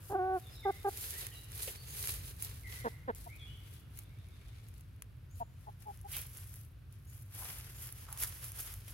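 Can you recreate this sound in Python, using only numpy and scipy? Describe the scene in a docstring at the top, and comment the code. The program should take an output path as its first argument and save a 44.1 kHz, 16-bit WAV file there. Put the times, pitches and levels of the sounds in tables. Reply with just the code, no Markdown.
"""Hens forage in a wooded yard, in front of a stereo pair of microphones. One, close by, croons three
notes, walks through grass and clucks; another, farther off in the ferns, clucks softly and rakes dry
leaf litter with her feet. Each voice is a pulsing membrane shaped by the throat; the rustle is
thousands of tiny leaf contacts, with snapping stalks and scuffing feet. Songbirds whistle back among
the trees, over a faint hush and a low, distant rumble."""
import sys
import numpy as np
from scipy import signal
from scipy.fft import rfft, irfft, next_fast_len
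from scipy.io import wavfile

SR = 44100
rng = np.random.default_rng(int(sys.argv[2]) if len(sys.argv) > 2 else 0)


def dump_mix(stems):
    """Bounce the given channels to the path in sys.argv[1] as a 16-bit WAV at rate SR."""
    frames = np.atleast_2d(stems).T  # one column per channel
    limited = np.clip(frames, -1, 1)  # hard clip at full scale
    pcm = np.round(limited * 32767).astype(np.int16)
    wavfile.write(sys.argv[1], SR, pcm)


N = 393813
TIME = np.arange(N) / SR

# the close hen's long opening croon: time_s, pitch_hz, level_db
OPENING_CROON = [(0.105, 404, -39.5), (0.123, 392, -37), (0.139, 413, -37.5), (0.155, 368.5, -27.5),
                 (0.175, 397.6, -38), (0.197, 365, -31.5), (0.265, 379.5, -34), (0.357, 375, -32),
                 (0.375, 356.5, -34.5)]
# it starts hoarse, then clears: time_s, roughness (0-1)
CROON_ROUGHNESS = [(.13, .6), (.143, .04)]
# her two short croons: start_s, length_s, pitch_hz, level_db
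LILTING_CROONS = [(0.649, 0.065, 394.7, -30), (0.843, 0.055, 397, -31)]
# each dips, lifts and drops: share_of_note, pitch_ratio
CROON_LILT = [(0, 1.06), (.25, 1.0), (.5, 0.97), (.76, 1.029), (1, 0.89)]
# clucks, close by and (beak closed) farther off:
# start_s, length_s, first_pitch_hz, last_pitch_hz, level_db, roughness (0-1)
CLOSE_CLUCKS = [(2.841, 0.046, 264, 221.5, -33, 0.44), (3.075, 0.041, 288, 217.2, -30.5, 0.4)]
FAR_CLUCKS = [(3.259, 0.025, 247, 232, -46.5, 0.12), (5.399, .036, 255.5, 224, -35.5, 0.2),
              (5.663, 0.045, 210, 208.4, -47, 0.5), (5.853, 0.07, 418, 406, -43, 0.31),
              (6.04, 0.037, 393, 410, -46.5, 0.14)]
# throat resonances for each kind of call: frequency_hz, gain_db
CLOSE_CROON_THROAT = [(200, 23), (380, -1.5), (760, 2), (1130, -14.5), (1520, -13.5), (1900, -32),
                      (2400, -37), (4000, -63)]
CLOSE_CLUCK_THROAT = [(230, -4), (480, 4.5), (690, -2.5), (940, 1), (1200, -12), (1600, -4), (2400, -31),
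                      (4500, -35)]
FAR_CLUCK_THROAT = [(220, -22), (430, -15), (560, -32), (690, 1), (830, 1), (940, -1), (1150, -21),
                    (2400, -46)]

# swells of rustle: peak_s, level_db, swell_s, settle_s, swish_over_crackle_db
# those at 3.5 and 4.55 s are a faint, distant mid-pitched hush swelling and fading;
# the others are a hen moving in grass and leaves
RUSTLE_SWELLS = [(0.091, -56, 0.12, 0.079, -29), (0.379, -63.5, 0.075, 0.35, -10.5),
                 (.52, -67, .12, 0.16, -2.5), (0.742, -63.5, 0.17, 0.38, -4.5),
                 (1.04, -45.5, 0.2, 0.31, -7.5), (1.201, -47, .12, 0.1, -5), (1.37, -59.5, 0.14, 0.2, -7.5),
                 (1.62, -47, .13, 0.13, -8), (1.689, -47, 0.18, 0.085, -5), (1.8, -62, 0.13, .2, -3.5),
                 (1.981, -49.5, .2, 0.11, -10), (2.08, -43.5, 0.2, .17, -6), (2.26, -52, 0.054, 0.12, -9),
                 (2.438, -48, 0.078, 0.1, -8), (2.54, -60.5, .1, 0.21, -5), (2.746, -52, 0.099, 0.14, -6.5),
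                 (2.85, -60.5, .08, 0.18, -4.5), (3.16, -59, 0.014, 0.24, -12.5), (3.5, -74, 0.46, 0.23, 2),
                 (3.741, -64, 0.21, 0.11, -6), (3.98, -59.5, 0.068, 0.078, -10),
                 (4.55, -79.5, 0.72, 0.46, 7), (4.79, -72.5, 0.19, .06, -12), (5.4, -61, 0.095, 0.037, -11),
                 (5.64, -72.5, 0.18, 0.19, -3), (5.825, -63.5, 0.051, .05, -8),
                 (5.91, -66.5, 0.072, 0.19, -7), (6.155, -43, 0.078, 0.12, -9.5),
                 (6.381, -56.5, 0.25, .22, -12), (6.57, -60, 0.23, .13, -12),
                 (6.94, -72.5, 0.051, 0.091, -5), (7.15, -60.5, 0.13, 0.17, -12.5),
                 (7.395, -47, 0.088, 0.24, -9.5), (7.519, -53, 0.18, 0.19, -6.5),
                 (7.68, -57.5, .12, 0.21, -5.5), (7.83, -49.5, .1, 0.13, -9.5),
                 (8.009, -56.5, 0.13, 0.12, -8.5), (8.14, -56.5, 0.077, 0.04, -6.5),
                 (8.229, -36, 0.057, 0.055, -10), (8.29, -52, 0.17, .28, -9),
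                 (8.449, -47.5, 0.053, 0.094, -11.5), (8.595, -48, 0.095, 0.14, -10),
                 (8.679, -54, 0.11, 0.19, -7), (8.9, -58.5, .12, 0.11, -6)]
# where the rustle lies from the microphones: time_s, left_over_right_db, left_lag_ms
RUSTLE_BEARING = [(0, 3, .41), (.9, -1, 0.43), (2.8, -1, 0.47), (3.2, 1.5, -0.5), (5.4, 3, -0.44),
                  (5.9, 4, -.04), (6.15, -2, 0.08), (6.6, 2, -.08), (7.6, 1, -0.094), (8.25, -1.5, -0.026),
                  (8.93, 0, 0)]
# single stalks and leaves breaking: start_s, relative_level_db, relative_body_db
STALK_SNAPS = [(1.2676, -24, -17), (1.5184, -34, -19), (1.9065, -34, -25), (2.0732, -19.5, -13),
               (2.4237, -21, -28), (3.1494, -35, -22), (3.9743, -36, -24), (3.9897, -27, -27),
               (4.2874, -49, -14), (4.4844, -46.5, -9), (4.6865, -41.5, -23), (4.741, -46, -14),
               (4.8094, -42.5, -14), (5.0223, -28.5, -2), (5.8227, -42, -13), (5.974, -44, -20),
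               (6.0136, -41, -29), (6.3723, -32.5, -26), (6.541, -36, -17), (6.926, -44, -26),
               (7.925, -29.5, -28), (8.127, -25.5, -34), (8.175, -29, -20), (8.2256, -24, -9),
               (8.2358, -16, -20), (8.443, -27, -28), (8.519, -28.5, -27), (8.7398, -30, -17)]
# tone of grass, dry litter and a snapping stalk: frequency_hz, gain_db
GRASS_SPECTRUM = [(240, -13), (430, 1.5), (600, -8.5), (1200, -6.5), (2400, -3.5), (4000, -4.5),
                  (6000, -9.5), (8000, -10.5), (11000, -3), (13000, -6), (16000, -13)]
LITTER_SPECTRUM = [(180, -20), (300, -14), (433, -9), (565, -13.5), (762, -12), (900, -12.5), (1430, -8.5),
                   (3240, -10), (4090, -14), (5160, -11.5), (8090, -15), (9390, -8.5), (11900, -3),
                   (15200, -19), (16000, -4.5)]
SNAP_SPECTRUM = [(600, -12.5), (2000, -3), (4500, -12.5), (7000, -1), (8500, -10.5), (11000, 9.5),
                 (13000, -6.5), (16000, 5)]
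# feet scuffing soil and crushing litter: peak_s, level_db, settle_s, centre_hz
FOOT_SCUFFS = [(1.681, -46, 0.034, 416), (1.684, -43, 0.019, 2470), (6.144, -49.5, 0.12, 2610),
               (7.417, -61.5, 0.23, 820), (8.098, -55.5, 0.12, 1000), (8.234, -51, 0.038, 1500)]

# songbirds among the trees: start_s, length_s, first_pitch_hz, last_pitch_hz, level_db
BIRD_WHISTLES = [(0.432, 0.053, 3710, 3570, -56), (0.499, 0.069, 4780, 5350, -59),
                 (0.542, 0.046, 4150, 3750, -55.5), (0.597, 0.067, 3660, 3660, -54.5),
                 (.628, 0.03, 2305, 1997, -46.5), (1.123, 0.069, 1773, 1980, -52.5),
                 (1.314, 0.043, 3200, 2770, -53.5), (1.34, 0.039, 4150, 3930, -55),
                 (1.758, .073, 4430, 4450, -56.5), (1.86, .07, 6520, 6520, -55),
                 (2.633, 0.059, 2213, 1930, -48), (2.741, 0.1, 1890, 2078, -54),
                 (3.284, 0.071, 1946, 2420, -53.5), (3.384, 0.079, 3570, 3344, -52),
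                 (3.454, 0.093, 2765, 3080, -57.5), (5.293, 0.059, 6180, 7150, -67),
                 (7.064, 0.04, 6370, 7100, -64.5), (7.745, .035, 6900, 7150, -59),
                 (8.025, 0.042, 7000, 6980, -70)]
# a bird deep in the wood: start_s, end_s, notes_per_s, lower_pitch_hz, upper_pitch_hz
BIRD_TRILL = (3.93, 4.6, 14, 2250, 3650)
# tone of the distant rumble and of the hush of the trees: frequency_hz, gain_db
RUMBLE_SPECTRUM = [(25, -35.5), (36, -12.5), (50, 6.5), (70, 2.5), (95, 6), (120, 4), (150, -6), (200, -17),
                   (300, -22.5), (500, -56.5)]
HUSH_SPECTRUM = [(300, 10), (550, 0.5), (900, -4), (1400, -0.5), (1900, -4), (2600, -4.5), (5000, -12.5),
                 (7500, -19), (11500, -11), (14000, -14.5), (16000, -20)]
# their slow rise and fall: time_s, level_db
RUMBLE_LEVELS = [(0, -51.5), (1.5, -51.5), (2.2, -47.5), (3.3, -50), (7.3, -51), (8.93, -51)]
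HUSH_LEVELS = [(0, -64.5), (1.5, -67), (3.3, -67.5), (4.5, -69), (4.9, -71), (8.93, -71.5)]


def croons():
    """Close to the microphones, a hen holds one nearly level note, then adds two short lilting ones."""
    out = np.zeros(N)
    start_s, end_s = 0.095, 0.3943
    on = (TIME >= start_s) & (TIME < end_s)
    t = TIME[on]
    hz, db = curves(OPENING_CROON, t)
    roughness, = curves(CROON_ROUGHNESS, t)
    level = from_db(db) * fade(t, start_s, end_s, attack_s=0.011, release_s=0.023)
    out[on] = level * syrinx(t, hz, roughness, CLOSE_CROON_THROAT)
    for start_s, length_s, hz, db in LILTING_CROONS:
        on, t, progress = note_span(start_s, length_s)
        ratio, = curves(CROON_LILT, progress)
        level = from_db(db) * fade(t, start_s, start_s + length_s, attack_s=0.0091, release_s=0.0091)
        out[on] += level * syrinx(t, hz * ratio, roughness=0.09, throat=CLOSE_CROON_THROAT)
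    return out


def clucks(calls, throat):
    """Brief puffs of a hen's voice, most of them sagging in pitch."""
    out = np.zeros(N)
    for start_s, length_s, first_hz, last_hz, db, roughness in calls:
        on, t, progress = note_span(start_s, length_s)
        hz = last_hz + (first_hz - last_hz) * (1 - progress) ** 2
        out[on] += from_db(db) * np.sin(np.pi * progress ** 1.15) * syrinx(t, hz, roughness, throat)
    return out


def syrinx(t, hz, roughness, throat):
    """Harmonics of a pulsing membrane shaped by the throat; roughness makes the cycles uneven."""
    waver = 0.004 * drift(70, t)
    jitter = 0.14 * roughness * drift(485, t)
    flutter = 0.69 * roughness * drift(600, t)
    phase = 2 * np.pi * np.cumsum(hz * (1 + waver + jitter)) / SR
    harmonics = np.arange(1, 19)[:, None]
    gains = gain_at(throat, harmonics * hz)
    gains /= np.sqrt(np.sum(gains ** 2, axis=0) / 2)
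    return np.sum(gains * np.cos(harmonics * phase), axis=0) * (1 + flutter)


def rustle_gains():
    """Overlapping swells add in power: gains of the crisp crackle and of the duller swish."""
    t = TIME[::32]
    crisp_power = swish_power = 1e-12
    for peak_s, db, swell_s, settle_s, swish_db in RUSTLE_SWELLS:
        gain = from_db(db) * swell(t, peak_s, swell_s, settle_s)
        crisp_power += gain ** 2
        swish_power += (gain * from_db(swish_db)) ** 2
    return np.interp(TIME, t, np.sqrt(crisp_power)), np.interp(TIME, t, np.sqrt(swish_power))


def swell(t, peak_s, swell_s, settle_s):
    """The level rises 20 dB over swell_s to a rounded peak and falls as much over settle_s."""
    from_peak = np.abs(t - peak_s) / np.where(t < peak_s, swell_s, settle_s)
    return from_db(-20 * from_peak ** 1.5)


def rustle(spectrum, crisp_gain, swish_gain):
    """Leaves and blades rubbing: a crisp top from their edges, a duller swish from their faces."""
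    # a light touch gives separate crackles, a firm stroke a dense hiss
    firmness = crisp_gain / from_db(-49.5)
    contacts_per_s = np.clip(20000 * firmness ** 1.3, 400, 30000)
    edges = crackle(contacts_per_s, spread_db=-0.3, clump_db=1.57, likeness=0.2)
    edges = band(colour(edges, spectrum), 6320, "high")
    faces = crackle(4 * contacts_per_s, spread_db=1.6, clump_db=1.56, likeness=0.3)
    faces = band(colour(faces, spectrum), 8260, "low")
    crisp = edges / np.std(band(edges.mean(axis=0), [8500, 15500], "band"))
    swish = faces / np.std(band(faces.mean(axis=0), [2400, 5500], "band"))
    return crisp * crisp_gain + swish * swish_gain


def crackle(per_s, spread_db, clump_db, likeness):
    """Tiny contacts of uneven size, clumping as each leaf gives way; equally strong at any rate."""
    sizes = from_db(spread_db * np.minimum(rng.exponential(1, (2, N)), 4)) * rng.standard_normal((2, N))
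    giving_way = (rng.random(N) < 45 / SR) * np.minimum(rng.exponential(1, N), 2.2)
    surges = signal.lfilter([1], [1, -np.exp(-1 / (0.003 * SR))], giving_way)   # 3 ms decay
    clumps = (1 + 0.85 * surges) * from_db(clump_db * drift(70))
    contacts = rng.random((2, N)) < per_s / SR
    return widen(rms_one(sizes * contacts * clumps / np.sqrt(per_s)), likeness)


def ticks(crisp_gain, per_s=24, lightest_touch_db=-59):
    """Dry bits crack underfoot at random, louder during a hard stroke."""
    over_rustle_db = 6.5 + 2.6 * np.minimum(rng.exponential(1, N), 2)
    sizes = from_db(over_rustle_db) * widen(rng.standard_normal((2, N)), likeness=0.74)
    cracks = rng.random(N) < per_s / SR
    return colour(sizes * cracks * (crisp_gain + from_db(lightest_touch_db)), LITTER_SPECTRUM)


def snaps():
    """A stalk breaks with a sharp crack, and the leaves around it shiver."""
    out, t = np.zeros((2, N)), TIME[:SR // 20]
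    shiver = from_db(-15 - 60 * t / 0.008) + from_db(-31 - 60 * t / 0.04)
    for start_s, db, body_db in STALK_SNAPS:
        burst = rng.standard_normal((2, len(t))) * shiver
        burst[:, 0] = 1   # the break itself
        body = from_db(np.clip(body_db + 20, -4, 15))   # thicker stalks crack with more body
        crack = band(burst, 8000, "high") - body * band(burst, 8000, "low")
        at = round(start_s * SR)
        out[:, at:at + len(t)] += (from_db(db + 7) * crack / np.abs(crack).max())[:, :N - at]
    return colour(out, SNAP_SPECTRUM)


def footfalls():
    """A scuff where a foot meets the ground: low on soil, higher on dry leaves."""
    out = np.zeros((2, N))
    grains = crackle(per_s=3000, spread_db=1.8, clump_db=1.5, likeness=0.8)
    for peak_s, db, settle_s, hz in FOOT_SCUFFS:
        scuff = rms_one(band(grains + 1e-18, [hz / 1.31, hz * 1.4], "band"))
        out += from_db(db) * swell(TIME, peak_s, settle_s / 3, settle_s) * scuff
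    return out


def songbirds():
    """Warbling whistles glide and settle, reaching the microphones largely by way of the trees."""
    song = np.zeros(N)
    for start_s, length_s, first_hz, last_hz, db in BIRD_WHISTLES:
        on, t, progress = note_span(start_s, length_s)
        glide_hz = last_hz + (first_hz - last_hz) * (1 - progress) ** 2
        phase = 2 * np.pi * np.cumsum(glide_hz * (1 + 0.03 * drift(300, t))) / SR
        song[on] += from_db(db) * np.sqrt(2 * np.sin(np.pi * progress)) * np.sin(phase)
    early = trees(song, t60_s=0.15, gap_s=0.002)
    late = trees(song, t60_s=1.3, gap_s=0.02)
    return 0.4 * song + 0.5 * early + 0.55 * late


def far_trill():
    """Quick rising notes, low and high by turns, from deep in the wood and smeared by the trees."""
    start_s, end_s, per_s, lower_hz, upper_hz = BIRD_TRILL
    notes = (TIME - start_s) * per_s
    hz = np.where(notes % 2 < 1, lower_hz, upper_hz) * (1 + 0.3 * (notes % 1 - 0.5))
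    pulses = np.sin(np.pi * notes) ** 2 * (TIME > start_s) * (TIME < end_s)
    song = pulses * np.sin(2 * np.pi * np.cumsum(hz) / SR)
    return from_db(-66) * trees(song, t60_s=0.55, gap_s=0.002)


def trees(x, t60_s, gap_s):
    """Trunks and foliage scatter sparse, dying echoes, a separate set to each microphone."""
    t = TIME[:SR]
    echoes = rng.standard_normal((2, SR)) * (rng.random((2, SR)) < 0.02)
    echoes *= from_db(-60 * t / t60_s) * (t > gap_s)
    echoes /= np.sqrt(np.sum(echoes ** 2, axis=1, keepdims=True))
    return signal.fftconvolve(x[None], echoes, axes=1)[:, :N]


def yard():
    """A distant rumble, alike at both microphones, under the wide, faint hush of the trees."""
    rumble = colour(widen(rng.standard_normal((2, N)), likeness=0.97), RUMBLE_SPECTRUM)
    hush = colour(widen(rng.standard_normal((2, N)), likeness=0.32), HUSH_SPECTRUM)
    return from_db(curves(RUMBLE_LEVELS)[0]) * rumble + from_db(curves(HUSH_LEVELS)[0]) * hush


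def place(x, left_db, left_lag_ms):
    """Set a source between the microphones by the level and delay of the left against the right."""
    gains = from_db(np.array([[0.5], [-0.5]]) * left_db)
    left, right = x * gains / gains.mean(axis=0)
    samples, lag = np.arange(N), np.round(left_lag_ms * SR / 1000)
    return np.stack([np.interp(samples - lag, samples, left), right])


def widen(pair, likeness):
    """Two unrelated signals become left and right, with likeness as their correlation."""
    return pair[0] + np.sqrt((1 - likeness) / (1 + likeness)) * pair[1] * np.array([[1], [-1]])


def note_span(start_s, length_s):
    """A note's sample mask, its times and its progress from 0 to 1."""
    on = (TIME >= start_s) & (TIME < start_s + length_s)
    return on, TIME[on], (TIME[on] - start_s) / length_s


def fade(t, start_s, end_s, attack_s, release_s):
    """Attack, hold and release between two moments."""
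    return np.clip(np.minimum((t - start_s) / attack_s, (end_s - t) / release_s), 0, 1) ** 1.45


def drift(turns_per_s, t=TIME):
    """Random wander with a spread of about 1."""
    position = (t - t[0]) * turns_per_s
    count = int(position[-1]) + 2
    return np.interp(position, np.arange(count), rng.standard_normal(count))


def curves(rows, t=TIME):
    """Each column after the first, interpolated at t."""
    times, *columns = np.transpose(rows)
    return [np.interp(t, times, column) for column in columns]


def gain_at(spectrum, hz):
    """Gain of a spectrum, read on a log-frequency axis."""
    points_hz, db = np.transpose(spectrum)
    return from_db(np.interp(np.log(hz + 0.0013), np.log(points_hz), db))


def colour(x, spectrum):
    """Minimum-phase filter of unit power gain, rolling off below the spectrum's first point."""
    size = 2 * next_fast_len(N // 2 + 4096)
    hz = np.arange(size // 2 + 1) * SR / size
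    skirt = (1 + (spectrum[0][0] / (hz + 1)) ** 4) ** -0.5
    cepstrum = irfft(np.log(rms_one(gain_at(spectrum, hz) * skirt)))
    cepstrum[1:size // 2] *= 2
    cepstrum[size // 2 + 1:] = 0
    return irfft(rfft(x, size) * np.exp(rfft(cepstrum)))[..., :N]


def band(x, edge_hz, kind):
    return signal.sosfilt(signal.butter(2, edge_hz, kind, fs=SR, output="sos"), x)


def from_db(db):
    return 10 ** (np.asarray(db) / 20)


def rms_one(x):
    return x / np.sqrt(np.mean(x ** 2) + 1e-20)


def scene():
    """Hens' voices and feet near the microphones, birds and the hush of the yard behind."""
    croon = croons()
    close_clucks = clucks(CLOSE_CLUCKS, CLOSE_CLUCK_THROAT)
    far_clucks = clucks(FAR_CLUCKS, FAR_CLUCK_THROAT)
    hens = (place(croon, left_db=-0.7, left_lag_ms=-0.17)
            + place(close_clucks, left_db=-1.5, left_lag_ms=-0.34)
            + place(far_clucks, left_db=2.0, left_lag_ms=-0.39))
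    echo = from_db(-29) * trees(croon + close_clucks + far_clucks, t60_s=0.58, gap_s=0.012)
    crisp, swish = rustle_gains()
    in_ferns = np.clip(TIME - 5, 0, 1)   # grass gives way to dry litter from 5 to 6 s
    grass = (1 - in_ferns) * rustle(GRASS_SPECTRUM, crisp, swish)
    litter = in_ferns * rustle(LITTER_SPECTRUM, crisp, swish)
    leaves = place(grass + litter + ticks(crisp) + snaps(), *curves(RUSTLE_BEARING))
    return hens + echo + leaves + footfalls() + songbirds() + far_trill() + yard()


def record(dry, cutoff_hz=15800):
    """The top of both microphone channels is cut steeply."""
    return signal.sosfilt(signal.ellip(10, 0.2, 70, cutoff_hz, fs=SR, output="sos"), dry)


dry = scene()
out = record(dry)
dump_mix(out)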